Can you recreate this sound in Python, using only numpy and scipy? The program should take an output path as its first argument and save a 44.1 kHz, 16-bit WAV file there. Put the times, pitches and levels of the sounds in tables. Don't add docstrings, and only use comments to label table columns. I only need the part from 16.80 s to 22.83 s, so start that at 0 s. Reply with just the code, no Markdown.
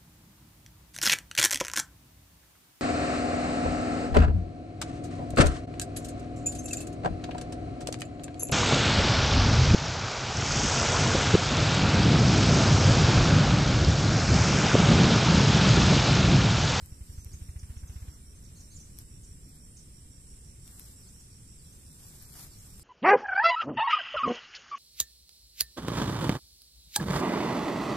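import sys
import numpy as np
from scipy import signal
from scipy.fft import rfft, irfft, next_fast_len
from scipy.io import wavfile
from scipy.ndimage import uniform_filter1d

SR = 44100
rng = np.random.default_rng(int(sys.argv[2]) if len(sys.argv) > 2 else 0)


def put_to_file(sound):
    columns = np.atleast_2d(sound).T
    safe = np.clip(columns, -1, 1)
    whole_steps = np.round(safe * 32767)
    wavfile.write(sys.argv[1], SR, whole_steps.astype(np.int16))


def invert_db(x):
    u = np.asarray(x, float) / 20
    return 10 ** u


N = 265967


def evened(x):
    return x / np.sqrt(np.mean(x ** 2) + 1e-20)


def read(points, hz):
    f, value = np.transpose(points)
    return np.interp(np.log(hz + 1), np.log(f + 1), value)


def curve(rows, column, t):
    rows = np.array(rows)
    return np.interp(t, rows[:, 0], rows[:, column])


def add(mix, s, sound):
    part = mix[..., max(round(s * SR), 0):][..., :sound.shape[-1]]
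    part += sound[..., :part.shape[-1]]


def delayed(x, count):
    return np.roll(x, count, axis=-1)


def resonate(x, hz, width_hz):
    r = np.exp(-np.pi * width_hz / SR)
    return signal.lfilter([1 - r], [1, -2 * r * np.cos(2 * np.pi * hz / SR), r * r], x)


def wander(per_s):
    knots = rng.standard_normal(400)
    return np.interp(np.arange(N) / SR * per_s, np.arange(400), knots)


def coloured(x, spectrum):
    size = next_fast_len(N)
    gain = invert_db(read(spectrum, np.fft.rfftfreq(size, 1 / SR)))
    return irfft(rfft(x, size) * gain, size)[..., :N]


def beats(runs):
    return np.array([(s, db) for first, last, period, db in runs
                     for s in np.arange(first, last + period / 2, period)])


# (frequency [Hz], decay by 60 dB [s])
TRUNK_DECAY = [(3000, 0.74), (8000, 0.23)]


def echoes(x, wet_db):
    taps = rng.choice([-1., 1.], (2, SR // 2)) * (rng.random((2, SR // 2)) < .05)
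    hz, t, z = signal.stft(taps, SR, nperseg=256)
    decay = invert_db(-60 * t / read(TRUNK_DECAY, hz)[:, None])
    tail = signal.istft(z * decay, SR, nperseg=256)[1]
    tail[:, :300] = 0
    return invert_db(wet_db) * signal.fftconvolve(x[None], tail / np.linalg.norm(tail[0]), axes=1)[:, :N]


# (frequency [Hz], level [dB per Hz])
AIR_COLOUR = [(18, -8.5), (35, -3.5), (65, -0.5), (110, -4.5), (170, -10), (280, -18), (450, -24.5),
              (650, -36.5), (1000, -45), (2500, -35), (4200, -36), (7000, -47), (11000, -39), (15000, -41)]
# (frequency [Hz], left minus right [dB])
AIR_LEAN = [(3000, -.5), (5000, 0), (7000, -4), (11000, -1.5)]
# (frequency [Hz], correlation [1])
AIR_LIKENESS = [(60, 1), (130, 0.94), (250, 0.9), (450, 0.56), (750, 0.33), (1200, .01), (15000, 0.0099)]
# (time [s], level [dB])
TRAFFIC_SWELL = [(0, -55), (.59, -53), (1.39, -54.5), (2.37, -52), (3.44, -55.5), (3.81, -54),
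                 (4.21, -55.5), (5.44, -54), (6.03, -53.5)]


def air(level_db=-51.5, patchy_db=0.82):
    frames, hz = N // 256 + 5, np.fft.rfftfreq(1024, 1 / SR)
    a, b, c, d, patches = rng.standard_normal((frames, 513, 5)).T
    patches = evened(uniform_filter1d(uniform_filter1d(patches, size=10, axis=0), size=12, axis=1))
    same = np.clip(read(AIR_LIKENESS, hz), -1, 1)[:, None]
    left = a + 1j * b
    right = same * left + np.sqrt(1 - same ** 2) * (c + 1j * d)
    lean_db = read(AIR_LEAN, hz)[:, None] / 2
    z = np.array([left * invert_db(lean_db), right * invert_db(-lean_db)])
    traffic_db = curve(TRAFFIC_SWELL, 1, (np.arange(frames) - 2) * 256 / SR + 512 / SR)
    bass = 1 / (1 + (hz[:, None] / 350) ** 2)
    swell_db = bass * (traffic_db - traffic_db.mean())
    z *= invert_db(read(AIR_COLOUR, hz)[:, None] + patchy_db * patches + swell_db)
    return invert_db(level_db) * evened(signal.istft(z, nperseg=1024, noverlap=768)[1][:, :N])


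# (pitch [Hz], width [Hz], left level [dB], right level [dB], throbs [per s])
CICADA_VOICES = [(7465, 170, -72.5, -63, 14), (7800, 760, -66, -63, 18), (8840, 670, -66.5, -64, 10),
                 (9280, 970, -64, -65, 5.2), (5400, 670, -73.5, -70, 14), (6400, 2300, -74.5, -71, 28)]
# (time [s], level [dB])
CHORUS_SWELL = [(0.0, -62), (0.47, -61.5), (1.44, -62), (2.01, -60.5), (2.4, -61), (4.2, -60), (5.19, -60),
                (5.46, -60.5), (5.66, -60.5), (6.03, -59.5)]


def cicadas(clicks_per_s=2500, spread_db=0.5, throb_db=1.0, drift_db=2.0):
    t, out = np.arange(N) / SR, np.zeros((2, N))
    for hz, width_hz, left_db, right_db, per_s in CICADA_VOICES:
        clicks = (rng.random((2, N)) < clicks_per_s / SR) * invert_db(spread_db * rng.exponential(1, (2, N)))
        ring = resonate(resonate(clicks - clicks.mean(), hz, width_hz), hz, width_hz)
        throb = np.sin(2 * np.pi * per_s * t + wander(3.6))
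        sides_db = np.array([[left_db], [right_db]])
        out += evened(ring) * invert_db(sides_db + throb_db * throb + drift_db * wander(4.83))
    level_db = curve(CHORUS_SWELL, 1, t)
    return out * invert_db(level_db - level_db.mean())


# (middle [s], half length [s], rustle level [dB], scuff against it [dB])
LEAF_STIRS = [(.04, .1, -68.5, -16), (.32, .11, -67.5, -22), (.62, .17, -70.5, -16), (.91, .06, -71, -10),
              (1.2, .17, -69, -10), (1.8, .3, -76, -13), (2.2, .03, -65, -19), (2.69, .02, -73, -25),
              (2.76, .018, -70, -19), (3.92, .07, -65.5, -16), (4.05, .07, -62.5, -21),
              (4.28, .16, -71, -16), (4.97, .13, -71, -18), (5.86, .2, -65.5, -19), (5.37, .19, -62.5, -19),
              (5.6, .06, -56.5, -17)]


def stirring(t, blunt=3.1, calm_db=-76, calm_scuff_db=-13):
    rustle, scuff = invert_db(calm_db) ** 2, invert_db(calm_db + calm_scuff_db) ** 2
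    for s, half, db, scuff_db in LEAF_STIRS:
        swell = invert_db(db) ** 2 * np.exp(-abs((t - s) / half) ** blunt)
        rustle = rustle + swell
        scuff = scuff + swell * invert_db(scuff_db) ** 2
    return 10 * np.log10(rustle), 10 * np.log10(scuff / rustle)


# (frequency [Hz], level [dB])
CRACKLE_LEFT = [(3000, -21.5), (4700, -11.5), (5600, -13.5), (7000, -20), (9500, -8.5), (12500, -6),
                (15000, -8.5)]
# (frequency [Hz], level [dB])
CRACKLE_RIGHT = [(3000, -19), (4700, -10), (5600, -12), (7200, -8.5), (9500, -11.5), (12500, -44),
                 (15000, -45)]
# (frequency [Hz], level [dB])
SCUFF_COLOUR = [(250, -14), (600, 0), (1500, 0), (2200, -5), (3500, -6), (4300, -13), (4800, -22),
                (9000, -35)]


def leaves(grains_per_s=14000, spread_db=2.02, steep=1.09, flutter_db=0.9):
    grains = (rng.random((3, N)) < grains_per_s / SR) * rng.standard_normal((3, N))
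    grains *= invert_db(spread_db * rng.exponential(1, (3, N)))
    rustle_db, scuff_db = stirring(np.arange(N) / SR)
    grains = evened(grains) * invert_db(-67 + steep * (rustle_db + 73) + flutter_db * wander(60))
    crackle = np.array([coloured(grains[0], CRACKLE_LEFT), coloured(grains[1], CRACKLE_RIGHT)])
    scuff = coloured(grains[2], SCUFF_COLOUR) * invert_db(scuff_db)
    return invert_db(13.5) * (crackle + np.array([scuff, delayed(scuff, count=2)]))


def load(first_s=.031, shut_s=1.3, start_per_s=10.40, gain_per_s2=4.972):
    k = np.arange(18)
    s = first_s + (np.sqrt(start_per_s ** 2 + 2 * gain_per_s2 * k) - start_per_s) / gain_per_s2
    db = -32 - 3 * np.exp(-s / 0.46) + 0.5 * rng.standard_normal(len(k))
    t = np.arange(N) / SR
    idle_db, start_db, load_db, fade_s = -77, 2.5, 5, 0.74
    pulling_db = start_db + (load_db - start_db) * (t / shut_s) ** 2
    fading_db = load_db * np.exp((shut_s - t) / fade_s)
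    return zip(s, db), idle_db + np.where(t < shut_s, pulling_db, fading_db)


# (frequency [Hz], level [dB per Hz])
EXHAUST_HISS = [(400, -11), (800, -0.5), (1150, 2.5), (1500, -2), (2100, -3), (3200, -4), (5000, -19.5)]
# (first beat [s], last beat [s], period [s], level [dB])
COASTING_RUNS = [(1.352, 2.636, .0642, -43), (2.715, 3.135, .084, -48), (3.222, 3.77, .0785, -42.5),
                 (3.83, 4.03, .066, -48), (4.1, 4.3, .068, -57), (4.368, 4.967, .0665, -47.5),
                 (5.045, 5.12, .072, -50), (5.195, 5.62, .071, -57), (5.687, 5.85, .078, -45),
                 (5.93, 6.02, .08, -54)]


def engine(hz=78, sag=0.89, rise_s=0.0042, lead_s=0.0096, clatter_db=-36, soft_hz=55, soft_s=0.0082):
    t = np.arange(2600) / SR
    turns = hz * 0.012 * (t / 0.012) ** sag
    swing = (t / rise_s) ** 2 * np.exp(-t / rise_s) * np.sin(2 * np.pi * turns)
    swing /= abs(swing).max()
    push = np.exp(-.5 * ((t - .03) / soft_s) ** 2)
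    soft = push * np.cos(2 * np.pi * soft_hz * (t - .03) + 0.23)
    thumps, gate = np.zeros(N), np.zeros(N)
    blows, hiss_db = load()
    for s, db in blows:
        add(thumps, s - lead_s, invert_db(db + 1) * swing)
        add(gate, s - lead_s, invert_db(db) * (t / 0.0011) * np.exp(-t / 0.0061))
    coasting = beats(COASTING_RUNS)
    coasting += rng.standard_normal((len(coasting), 2)) * [0.0032, 1]
    for s, db in coasting:
        add(thumps, s - .03, invert_db(db - 1.5) * soft)
    hiss = evened(coloured(rng.standard_normal((4, N)), EXHAUST_HISS))
    level = invert_db(hiss_db)
    direct = thumps + 0.85 * level * hiss[2] + invert_db(clatter_db) * gate * hiss[2]
    bounced = 0.59 * level * hiss[3]
    left = delayed(direct, count=21) * invert_db(-0.8) + bounced
    right = direct + delayed(bounced, count=19)
    return np.array([left, right]) + 0.67 * level * hiss[:2]


# (time [s], peak level [dB], brightest [Hz], below 5 kHz against the top [dB], crack [ms])
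TWIG_SNAPS = [(0.06, -50, 12000, -29, 0.55), (.4472, -43, 11600, -30, 0.22), (.627, -56, 11000, -10, .5),
              (2.1878, -38.5, 12500, -20, 0.8), (2.691, -57, 11600, -22, .5), (2.758, -58, 10900, -20, .5),
              (3.878, -45.5, 9500, -13, 0.6), (3.9964, -40.5, 12000, -18, 0.6),
              (4.06, -51, 12900, -13, 0.46), (5.426, -47, 13000, -19, 0.55), (5.596, -46, 12500, -20, .4),
              (5.646, -49, 11700, -13, .5), (5.996, -49, 11100, -8, 0.43)]


def snaps(tail_s=.008, far_db=-10):
    t, out = np.arange(1200) / SR, np.zeros((2, N))
    for s, db, hz, low_db, crack_ms in TWIG_SNAPS:
        noise = rng.standard_normal((3, 1200))
        shape = np.exp(-1000 * t / max(crack_ms, .1)) + .06 * np.exp(-t / tail_s)
        crack = np.diff(noise[:2] + 4 * (t == 0), prepend=0)
        near = evened(resonate(crack[0], hz, 4000))
        far = invert_db(far_db) * evened(resonate(crack[1], 0.69 * hz, 3500))
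        low = evened(resonate(noise[2], 3800, 3000))
        add(out, s, invert_db(db + 8) * shape * (np.array([near, far]) + invert_db(low_db - 1) * low))
    return out


# (first chirp [s], last chirp [s], period [s], level [dB])
CRICKET_BOUTS = [(.107, 1.29, .169, -55.5), (1.459, 2.304, .169, -54.2), (2.466, 3.134, .167, -55),
                 (3.308, 4.849, .1712, -54.6), (5.054, 5.892, .1675, -56)]


def cricket(hz=5620, strokes_per_s=79.5, stroke_s=0.002, fall_hz=40):
    t, dry = np.arange(-250, 250) / SR, np.zeros(N)
    for s, db in beats(CRICKET_BOUTS):
        for k, (lag, loud, pitch) in enumerate(rng.standard_normal((6, 3))):
            turns = (hz + 35 * pitch) * t - fall_hz * t ** 2 / (2 * 0.0049)
            stroke = np.exp(-.5 * (t / stroke_s) ** 2) * np.sin(2 * np.pi * turns)
            stroke_db = db + 0.5 + 0.57 * loud - 3.2 * (k == 0)
            add(dry, s + k / strokes_per_s + 0.00024 * lag + t[0], invert_db(stroke_db) * stroke)
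    direct = dry * invert_db(np.array([[-11], [0.1]]))
    return direct + echoes(dry, -9) * invert_db(np.array([[-2], [0.1]]))


def birds(notes, left_db, right_db, wet_db, husk):
    dry, waver = np.zeros(N), evened(uniform_filter1d(rng.standard_normal(N), size=50))
    for s, length, *pitch_hz, db in notes:
        u = np.linspace(0, 1, round(length * SR))
        waver_hz = 120 + husk * max(pitch_hz[0] - pitch_hz[2], 0)
        bend_hz = np.polyval(np.polyfit([0, .5, 1], pitch_hz, 2), u)
        hz = bend_hz + waver_hz * waver[round(s * SR):][:len(u)]
        add(dry, s, invert_db(db - 1) * np.sin(np.pi * u) ** 0.21 * np.sin(2 * np.pi * np.cumsum(hz) / SR))
    dry *= invert_db(2.5 * wander(60))
    return dry * invert_db(np.array([[left_db], [right_db]])) + echoes(dry, wet_db)


# (time [s], middle pitch [Hz], fall [Hz], level [dB])
BIRD_CHIPS = [(.515, 5200, 1310, -57), (.53, 6400, 503, -49.5), (.57, 6100, 500, -69),
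              (.70, 6500, 1100, -58), (.788, 6200, 980, -52.5), (.975, 6400, 900, -60),
              (1.075, 6200, 650, -54.5), (1.2, 6500, 800, -59), (1.335, 6300, 800, -59),
              (1.64, 6500, 1160, -49.5), (1.652, 4200, 536, -61), (1.675, 6200, 500, -72),
              (1.803, 6150, 1110, -49.5), (1.965, 6450, 1770, -52), (2.43, 6600, 700, -57),
              (2.443, 6050, 1710, -56), (2.968, 6480, 1700, -48.5), (2.983, 6320, 500, -55),
              (4.28, 6400, 1200, -53), (4.40, 6500, 1160, -52.5), (5.785, 6650, 300, -55)]
# (time [s], length [s], middle pitch [Hz], level [dB])
BIRD_TWEETS = [(.32, .035, 5630, -59), (.352, 0.032, 6430, -60), (0.38, 0.061, 6140, -56.5),
               (1.55, 0.026, 6400, -57), (1.785, 0.028, 6750, -55), (1.904, .034, 6410, -53.5),
               (1.942, .028, 7200, -50), (1.997, .029, 6220, -50), (2.035, 0.024, 6740, -60),
               (4.922, 0.017, 6450, -52.5)]
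# (time [s], length [s], top pitch [Hz], level [dB])
BIRD_ARCHES = [(1.747, 0.043, 6670, -54.5), (1.75, 0.033, 4460, -59.5), (1.904, .041, 4570, -57.5)]


def twitter():
    notes = []
    for s, hz, fall_hz, db in BIRD_CHIPS:
        length = 0.015 * (1000 / fall_hz) ** 0.34
        notes.append((s, length, hz + .53 * fall_hz, hz, hz - 0.57 * fall_hz, db))
    for s, length, hz, db in BIRD_TWEETS:
        notes.append((s, length, 0.925 * hz, hz, 0.96 * hz, db))
    for s, length, hz, db in BIRD_ARCHES:
        notes.append((s, length, 0.81 * hz, hz, 0.85 * hz, db))
    return notes


# (time [s], length [s], middle pitch [Hz], level [dB])
FAR_WHISTLES = [(4.204, 0.087, 4960, -62), (4.51, 0.037, 4700, -65), (4.781, 0.03, 4820, -58),
                (4.839, .03, 3800, -62), (5.053, 0.038, 5000, -63.5), (5.088, .06, 4180, -69),
                (5.369, .14, 3910, -63.5), (5.675, 0.035, 4960, -60), (5.713, 0.039, 4490, -59),
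                (5.981, .044, 4970, -60)]


def whistles():
    notes = []
    for s, length, hz, db in FAR_WHISTLES:
        half_fall_hz = 5130 * np.sqrt(length) / 2
        notes.append((s, length, hz + half_fall_hz, hz, hz - half_fall_hz, db))
    return notes


def scene():
    near_birds = birds(twitter(), -4.5, -2, -4.5, .3)
    far_bird = birds(whistles(), -6, -1.5, -5, .1)
    return air() + cicadas() + leaves() + engine() + snaps() + cricket() + near_birds + far_bird


# (frequency [Hz], threshold [standard deviations])
DROPOUT_RARITY = [(1500, 3.2), (2200, 1.5), (2700, .85), (4800, .85), (5300, 2.6), (6000, 2.2), (7000, 1.8),
                  (7400, 4), (9700, 4), (10300, 1.4), (14000, 2.1)]


def gated(x, depth_db=-40, spare_db=3):
    hz, t, z = signal.stft(x, SR, nperseg=1024, noverlap=768)
    power = uniform_filter1d(uniform_filter1d(abs(z) ** 2, size=4, axis=1), size=7, axis=2)
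    level_db = 10 * np.log10(abs(power) + 1e-20)
    around_db = uniform_filter1d(uniform_filter1d(level_db, size=11, axis=1), size=35, axis=2)
    chance = rng.standard_normal((len(t), len(hz))).T
    chance = evened(uniform_filter1d(uniform_filter1d(chance, size=5, axis=0), size=9, axis=1))
    unlucky = chance < -read(DROPOUT_RARITY, hz)[:, None]
    cut = 1. * unlucky * (level_db < around_db + spare_db)
    cut = np.minimum(uniform_filter1d(cut, size=3, axis=2) * 2, 1)
    return signal.istft(z * invert_db(depth_db * cut), SR, nperseg=1024, noverlap=768)[1][:, :N]


def band_limit(x):
    return signal.sosfilt(signal.butter(12, 14200, fs=SR, output="sos"), x)


def record(dry):
    limit = signal.firwin(201, 14500, window=("kaiser", 4), fs=SR)
    mix = gated(signal.oaconvolve(dry, limit[None], "same"))
    return band_limit(mix)


dry = scene()
out = record(dry)
put_to_file(out)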